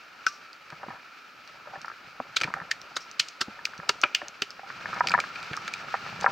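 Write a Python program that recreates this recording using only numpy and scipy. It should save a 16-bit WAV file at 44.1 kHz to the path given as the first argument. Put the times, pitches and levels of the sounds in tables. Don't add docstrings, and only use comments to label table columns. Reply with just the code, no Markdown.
import sys
import numpy as np
from scipy import signal
from scipy.fft import rfft, irfft
from scipy.io import wavfile
from scipy.ndimage import minimum_filter1d

SR = 44100
rng = np.random.default_rng(int(sys.argv[2]) if len(sys.argv) > 2 else 0)


def invert_db(level):
    return 10 ** (np.asarray(level, dtype=float) / 20)


def generate_wav(sig):
    pcm = np.round(np.clip(np.atleast_2d(sig).T, -1, 1) * 32767).astype(np.int16)
    wavfile.write(sys.argv[1], SR, pcm)


N = 278271
SPAN = 8192
CARRIED_S = 4.67

# (frequency [Hz], relative level [dB per Hz])
CASE_RESPONSE = [(30, -36), (110, -29), (260, -13), (420, -15), (1080, -12), (1240, -2.5), (1340, 3),
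                 (1480, -4), (1700, -7), (1980, -11), (2400, -5), (3400, -17), (4600, -15), (6000, -22.5),
                 (7800, -34), (10500, -50.5), (13500, -44.5), (16500, -38)]
# (frequency [Hz], relative strength [dB])
CASE_WALL_MODES = [(590, 3), (690, -9), (790, 5), (970, 4.5), (1120, -4), (1250, 1.5), (1360, 4),
                   (1490, -1), (1610, 2), (1750, 3.5), (1900, -28), (2150, -2.5)]


def rms_one(x):
    return x / np.sqrt(np.mean(x ** 2, axis=-1, keepdims=True) + 1e-20)


def peak_one(x):
    return x / (np.max(np.abs(x), axis=-1, keepdims=True) + 1e-12)


def in_time(rows):
    s, *columns = np.transpose(rows)
    return [np.interp(np.arange(N) / SR, s, c) for c in columns]


def at_hz(points, hz):
    point_hz, point_db = np.transpose(points)
    return np.interp(np.log(hz + 1), np.log(point_hz), point_db)


def highpass(x, hz):
    return signal.sosfilt(signal.butter(2, hz, "high", fs=SR, output="sos"), x)


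def lowpass(x, hz):
    return signal.sosfilt(signal.butter(2, hz, fs=SR, output="sos"), x)


def band(x, low_hz, high_hz, order=2):
    return signal.sosfilt(signal.butter(order, [low_hz, high_hz], "band", fs=SR, output="sos"), x)


def drift(rate_hz, channels=1):
    r = np.exp(-80 * np.pi * rate_hz / SR)
    noise = rng.standard_normal((channels, N // 40 + 2002))
    slow = signal.lfilter([1], [1, -2 * r, r * r], noise)[:, 2000:]
    return np.array([np.interp(np.arange(N) / 40, np.arange(len(s)), s) for s in rms_one(slow)])


def through(x, points):
    hz = np.arange(SPAN // 2 + 1) * SR / SPAN
    cepstrum = irfft(np.log(invert_db(at_hz(points, hz))))
    cepstrum[1:SPAN // 2] *= 2
    cepstrum[SPAN // 2 + 1:] = 0
    response = irfft(np.exp(rfft(cepstrum)))[:SPAN // 2]
    return signal.fftconvolve(x, response[None], axes=1)[:, :x.shape[1]]


def place(times, sounds):
    out = np.zeros((2, N + SPAN))
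    for s, sound in zip(times, sounds):
        start = round(s * SR)
        out[:, start:start + sound.shape[1]] += sound
    return out[:, :N]


def spread(mid, side):
    # (frequency [Hz], filter gain [dB])
    side_gain = [(60, -22), (150, -18), (380, -4), (950, -11.5), (2380, -8.5), (5980, -10), (15000, -10)]
    side = through(side, side_gain)
    return np.stack([mid + side, mid - side], axis=-2)


def airborne():
    # (time of peak [s], treble peak [dB], # bass re
    # treble [dB], length scale [ms], air-pocket pitch [Hz])
    slaps_and_clink_onset = [(0.2661, -16.5, -3.5, 0.53, 5600), (2.3671, -11.5, -7.5, 1.96, 3450),
                             (2.7141, -12.5, -15, 1.5, 1780), (2.968, -18.5, 0.5, 2.24, 2470),
                             (3.1984, -8, -22, 1.13, 2900), (3.4137, -14, -1, 2.3, 2630),
                             (3.654, -9.5, -41, 0.9, 2660), (3.8932, -8, -6, 1.16, 2770),
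                             (4.1492, -7.5, -48, 0.78, 2880), (4.4213, -13, -10.5, 0.9, 2940),
                             (5.0722, -14.5, -21, 0.92, 4900)]
    # (time [s], treble peak [dB], length scale [ms], pocket pitch [Hz])
    bright_ticks = [(0.283, -28, 5.3, 5640), (0.324, -38.5, 25, 5750), (0.531, -34, 0.65, 4570),
                    (1.476, -36.5, 0.59, 4480), (1.8162, -32, 0.34, 5700), (1.8587, -38, 0.5, 5030),
                    (1.884, -38, 1.3, 4900), (2.816, -29.5, 0.78, 5660), (2.958, -30, 0.59, 4900),
                    (3.006, -39, 17, 5400), (3.114, -27.5, 0.46, 6300), (3.286, -27.5, 0.8, 6600),
                    (3.779, -34.5, 0.81, 6100), (4.0155, -22, 0.2, 5800), (4.2835, -22, 0.48, 6340),
                    (4.5059, -28, 0.19, 5170), (4.944, -33, 0.8, 5300), (4.999, -34, 0.98, 5340),
                    (5.0957, -17, 0.49, 4800), (5.107, -35, 1.2, 8100), (5.1395, -27, 0.4, 4150),
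                    (5.5676, -25, 0.5, 5570), (6.205, -33, 1.4, 6000), (6.233, -34.5, 2.3, 5000)]
    # (time [s], treble peak [dB], middle re treble [dB], bass re middle [dB])
    gear_clicks = [(0.7032, -39.5, 4.5, -1), (2.4035, -28, 4, -9), (2.413, -21.5, 7, -5),
                   (2.4176, -17.5, -3.5, 3), (2.4351, -22, 8.5, -7), (2.4417, -20, 7.5, -2),
                   (2.5396, -27, -4, 8.5), (4.0372, -20.5, 15, 0), (5.0859, -21, 4.5, -12),
                   (5.118, -22, 6.5, -8), (5.2019, -19.5, 6, -12), (5.3585, -39.5, 15.5, -7),
                   (5.429, -32, 0.5, -14), (5.533, -33.5, 11, -7), (5.679, -23.5, 4, -5),
                   (5.7381, -20.5, 3.5, -19), (6.211, -24, -4, -21)]

    rows = [(s, db, -0.5, bass, ms, hz) for s, db, bass, ms, hz in slaps_and_clink_onset]
    rows += [(s, db, -28, -27, ms, hz) for s, db, ms, hz in bright_ticks]
    for s, db, middle, bass in gear_clicks:
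        ms = 0.71 + 0.04 * (middle - 5)
        rows.append((s, db, middle, middle + bass, ms, 2380))
    return np.transpose(rows)[:, :, None]


def pocket(puffs, pocket_hz, boost_db, q):
    out = []
    for puff, hz in zip(puffs, pocket_hz):
        r = np.exp(-np.pi * hz / q / SR)
        poles = [1, -2 * r * np.cos(2 * np.pi * hz / SR), r * r]
        rung = signal.lfilter([(1 - r * r) / 2, 0, (r * r - 1) / 2], poles, puff)
        out.append(puff + invert_db(boost_db) * rung)
    return np.array(out)


def slaps(rise=1.1, fall=1.64, crackle_db=5.0, scatter_db=-15, far_db=-33, far_t60=0.43,
          top_db=-24, bright=0.73, wide_db=-6):
    slap_edges = [250, 1850, 3400, 11500, 16700]
    lead_s = 0.008
    s, treble_db, middle, bass, ms, pocket_hz = airborne()
    t = np.arange(SPAN) / SR - lead_s
    after = np.maximum(t, 0)
    length = np.clip(ms, .2, 30) / 1000

    swell = np.minimum(t, 0) / np.minimum(rise * length, .003)
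    puff = np.exp(swell - after / (fall * length))
    puff = puff * invert_db(crackle_db * (rng.standard_normal((len(s), SPAN)) - 0.5))
    scatter_t60 = 0.025 + 25 * length
    scatter = invert_db(scatter_db - 60 * after / scatter_t60)
    wash = invert_db(far_db - 60 * after / far_t60)
    shape = puff + np.minimum(after / 0.0051, 1) * (scatter + wash)

    noise = rng.standard_normal((len(s), 2, SPAN)) * shape[:, None]
    noise = signal.lfilter([1, -bright], [1], noise)
    noise = pocket(noise, pocket_hz[:, 0], boost_db=8.0, q=9.0)
    mid, side = through(noise[:, 0], CASE_RESPONSE), through(noise[:, 1], CASE_RESPONSE)
    out = 0
    for low_hz, high_hz, rel_db in zip(slap_edges, slap_edges[1:], [bass, middle, 0, top_db]):
        part = band(mid, low_hz, high_hz, order=3)
        apart = band(side, low_hz, high_hz, order=3)
        gain = invert_db(treble_db + rel_db) / np.max(np.abs(part), axis=1, keepdims=True)
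        out = out + np.array([part * gain, apart * gain * invert_db(wide_db)])
    return place(s[:, 0] - lead_s, spread(*out))


def clink(start_s=0.266, level_db=-12.5, contact_ms=0.8, wide_db=-14):
    # (frequency [Hz], relative level [dB], decay t60 [s])
    clink_modes = [(1180, -25, 0.37), (1310, -5.5, 0.058), (1510, 2, 0.04), (2470, -13, 0.042),
                   (2760, -16, 0.057), (4360, -20, 0.073), (5300, -15, 0.056), (5910, -14, 0.054)]
    hz, mode_db, t60 = np.transpose(clink_modes)[:, :, None]
    t = np.arange(SPAN) / SR
    phase = rng.random(hz.shape)
    rings = invert_db(level_db + mode_db - 60 * t / t60) * np.sin(2 * np.pi * (hz * t + phase))
    rings = rings * (1 - np.exp(-t * 1000 / contact_ms))
    mid = rings.sum(axis=0)
    side = invert_db(wide_db) * rng.standard_normal(len(hz)) @ rings
    return place([start_s], [np.array([mid + side, mid - side])])


def knocks(contact_ms=0.44, scatter=0.65, uneven_db=4, wide_db=-12):
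    # (time [s], peak of the shared part [dB], centre pitch [Hz],
    # decay t60 [s], breadth [octaves])
    knock_table = [(0.723, -33.5, 1310, 0.048, 0.84), (0.831, -29.5, 1080, 0.041, 1),
                   (0.885, -28, 950, 0.021, 0.25), (0.904, -30.5, 1030, 0.069, 0.57),
                   (0.955, -37.5, 1180, 0.13, 0.53), (1.655, -39, 1300, 0.072, 1.6),
                   (1.672, -33.5, 750, 0.047, 1.2), (1.735, -30.5, 915, 0.056, 1.1),
                   (1.756, -29, 920, 0.055, 0.79), (1.846, -23, 1340, 0.019, 0.42),
                   (1.881, -23.5, 1330, 0.018, 0.3), (1.9, -27.5, 1410, 0.027, 0.43),
                   (1.915, -29.5, 1360, 0.026, 0.49), (2.201, -18.5, 905, 0.017, 0.52),
                   (2.475, -26.5, 1070, 0.048, 0.44), (2.539, -13.5, 1460, 0.016, 0.27),
                   (2.565, -29.5, 1200, 0.06, 0.46), (2.601, -23.5, 1470, 0.017, 0.44),
                   (2.616, -26.5, 1380, 0.037, 0.55), (3.591, -30, 1410, 0.024, 0.59),
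                   (3.671, -29.5, 1380, 0.022, 0.49), (3.735, -29, 1430, 0.019, 0.39),
                   (3.8, -26.5, 1460, 0.016, 0.52), (3.83, -34, 883, 0.05, 1.9),
                   (3.894, -16, 1170, 0.038, 1.2), (4.034, -13.5, 1460, 0.069, 1.3),
                   (4.047, -28.5, 630, 0.054, 0.45), (4.217, -22, 1250, 0.022, 0.9),
                   (4.222, -39, 570, 0.093, 0.17), (4.594, -28.5, 960, 0.014, 1.4),
                   (4.632, -36, 830, 0.084, 0.18), (4.702, -22, 1430, 0.021, 0.47),
                   (4.857, -18.5, 1500, 0.019, 0.61), (4.93, -22.5, 1230, 0.08, 0.63),
                   (4.962, -24, 1140, 0.14, 1), (5.007, 3, 1226, 0.028, 0.53),
                   (5.039, -23.5, 900, 0.062, 0.71), (5.106, -20, 1390, 0.037, 0.5),
                   (5.139, -3.5, 1460, 0.02, 0.5), (5.145, -9, 940, 0.043, 0.16),
                   (5.148, -10.5, 1900, 0.03, 0.087), (5.178, -14, 1160, 0.022, 0.82),
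                   (5.188, -12.5, 1210, 0.029, 0.78), (5.239, -19.5, 1420, 0.026, 0.5),
                   (5.539, -21, 1640, 0.022, 0.71), (5.573, -22.5, 1260, 0.033, 0.36),
                   (5.884, -25.5, 1360, 0.026, 0.35), (5.941, -11.5, 1170, 0.022, 0.65),
                   (5.951, -20.5, 1440, 0.021, 1.1), (6.063, -26, 1290, 0.018, 1.3),
                   (6.223, -26, 1010, 0.032, 2), (6.243, -10, 910, 0.024, 2.2), (6.262, 3, 1260, 0.03, 0.7),
                   (6.276, -12.5, 830, 0.038, 0.52)]
    s, peak_db, pitch_hz, t60, breadth = np.transpose(knock_table)[:, :, None]
    hz, mode_db = np.transpose(CASE_WALL_MODES)
    t = np.arange(SPAN // 2) / SR
    luck = rng.standard_normal((len(knock_table), 3, len(hz)))

    octaves_off = np.log2(hz / pitch_hz)
    nearness_db = -9.0 * (octaves_off / np.clip(breadth, .1, 2)) ** 2
    strength = invert_db(mode_db + nearness_db + uneven_db * luck[:, 0])
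    decay = (1 - np.exp(-t * 1000 / contact_ms)) * invert_db(-60 * t / np.clip(t60, .008, .2))
    turn = 2 * np.pi * hz[:, None] * t
    mid = strength @ np.sin(turn) + (scatter * strength * luck[:, 1]) @ np.cos(turn)
    side = (strength * luck[:, 2]) @ np.sin(turn)
    mid = peak_one(band(mid * decay, 416, 2500, order=4)) * invert_db(peak_db)
    side = peak_one(band(side * decay, 470, 2600, order=4)) * invert_db(peak_db + wide_db)
    return place(s[:, 0], np.stack([mid + side, mid - side], axis=1))


def thumps(rise_ms=1.3, rough=0.51, t60=0.056):
    # (time [s], peak [dB], pitch [Hz])
    thump_table = [(0.731, -37, 158), (0.887, -33.5, 228), (1.78, -44, 150), (2.077, -47, 154),
                   (2.204, -30.5, 249), (2.419, -33.5, 321), (2.451, -31, 146), (2.485, -33, 194),
                   (2.621, -38.5, 163), (2.968, -44.5, 372), (3.204, -45, 149), (3.415, -33.5, 380),
                   (3.486, -31.5, 208), (3.795, -34.5, 162), (3.899, -26, 397), (4.051, -36, 362),
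                   (4.232, -40.5, 336), (4.424, -29.5, 404), (5.516, -29.5, 146), (6.068, -41, 163),
                   (6.226, -33, 170)]
    s, peak_db, pitch_hz = np.transpose(thump_table)[:, :, None]
    t = np.arange(SPAN) / SR
    dull = rms_one(band(rng.standard_normal((len(thump_table), SPAN)), 90, 700))
    swing = np.sin(2 * np.pi * pitch_hz * t) + rough * dull
    envelope = (1 - np.exp(-t * 1000 / rise_ms)) * invert_db(-60 * t / t60)
    push = peak_one(swing * envelope) * invert_db(peak_db)
    return place(s[:, 0] - .005, np.stack([push, push], axis=1))


def grip(slips_per_s=900, size_db=3.0, slip_t60=0.015, lumps_db=3.5, wide_db=-11):
    # (time [s], level [dB])
    rub_levels = [(0.0, -60.5), (0.66, -62), (0.9, -43), (1.1, -67.5), (1.6, -57), (1.85, -51.5),
                  (2.0, -58), (2.3, -56), (2.52, -42), (2.66, -52.5), (3.3, -60.5), (3.7, -53.5),
                  (4.55, -58.5), (4.76, -51), (5.06, -38.5), (5.27, -50), (6.04, -49), (6.31, -39.5)]
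    rub_db, = in_time(rub_levels)
    held = np.arange(N) < CARRIED_S * SR
    rumble_db = rub_db + np.where(held, -14, -7)

    slip_chance = slips_per_s * invert_db(4 * drift(15.0)) / SR
    slips = (rng.random((2, N)) < slip_chance) * rng.choice([-1, 1], (2, N))
    slips = slips * invert_db(size_db * np.minimum(rng.exponential(1, (2, N)), 4))
    dealt = rng.integers(0, len(CASE_WALL_MODES), (2, N))
    r = invert_db(-60 / (slip_t60 * SR))
    rub = 0
    for k, (hz, mode_db) in enumerate(CASE_WALL_MODES):
        w = 2 * np.pi * hz / SR
        poles = [1, -2 * r * np.cos(w), r * r]
        rub = rub + signal.lfilter([0, invert_db(mode_db) * np.sin(w)], poles, slips * (dealt == k) + 1e-18)
    rub = rub / np.std(rub[0]) * invert_db(rub_db)

    rumble = band(rng.standard_normal((2, N)), 106, 217, order=3)
    rumble = rms_one(rumble * invert_db(lumps_db * drift(44.0))) * invert_db(rumble_db)
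    mid, side = rub[0] + rumble[0], invert_db(wide_db) * rub[1]
    return np.array([mid + side, mid - side])


def river(flicker_db=1.0, ticks_per_s=60, tick_db=14, size_db=2.5):
    # (time [s], level of the 2.3-6.4 kHz band [dB])
    rush_levels = [(0, -55), (3.6, -53.5), (4.668, -54.5), (4.674, -49.5), (5.0, -46.5), (5.3, -47),
                   (6.31, -46.5)]
    busy = invert_db(10 * (np.arange(N) > CARRIED_S * SR))
    ticks = rng.random(N) < busy * ticks_per_s / SR
    ticks = ticks * invert_db(tick_db + size_db * np.minimum(rng.exponential(1, N), 3))
    ticks = highpass(ticks, 3000)
    heard = through(rng.standard_normal((2, N)) + ticks, CASE_RESPONSE)
    heard = heard / np.std(band(heard[0], 2287, 6400))
    low = lowpass(heard, 1900)
    waver = invert_db(flicker_db * drift(11.0, channels=2))
    heard = (low * waver[0] + (heard - low) * waver[1]) * invert_db(in_time(rush_levels)[0])
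    return spread(heard[:1], heard[1:])[0]


def hiss(level_db=-77, wide_db=-20):
    mid, side = rms_one(band(rng.standard_normal((2, N)), 10500, 17300)) * invert_db(level_db)
    return np.array([mid + invert_db(wide_db) * side, mid - invert_db(wide_db) * side])


def limiter(x, ceiling_db=-6.5, attack_s=0.00086, release_db_per_s=350, hears_hz=2500, look_ahead=88):
    sensed = lowpass(x, hears_hz)
    over_db = np.maximum(20 * np.log10(np.max(np.abs(sensed), axis=0) + 1e-9) - ceiling_db, 0)
    over_db = -minimum_filter1d(-over_db, size=2 * look_ahead + 1)
    slope = release_db_per_s * np.arange(N) / SR
    held_db = np.maximum.accumulate(over_db + slope) - slope
    r = np.exp(-1 / (attack_s * SR))
    return x * invert_db(-signal.lfilter([1 - r], [1, -r], held_db))


def scene():
    return slaps() + clink() + knocks() + thumps() + grip() + river() + hiss()


def low_pass(x):
    return signal.sosfilt(signal.butter(12, 16810, fs=SR, output="sos"), x)


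def record(dry):
    without_bass = highpass(dry, 42)
    limited = limiter(without_bass)
    mix = signal.sosfilt(signal.cheby2(10, 60, 17100, fs=SR, output="sos"), limited)
    return low_pass(mix)


dry = scene()
out = record(dry)
generate_wav(out)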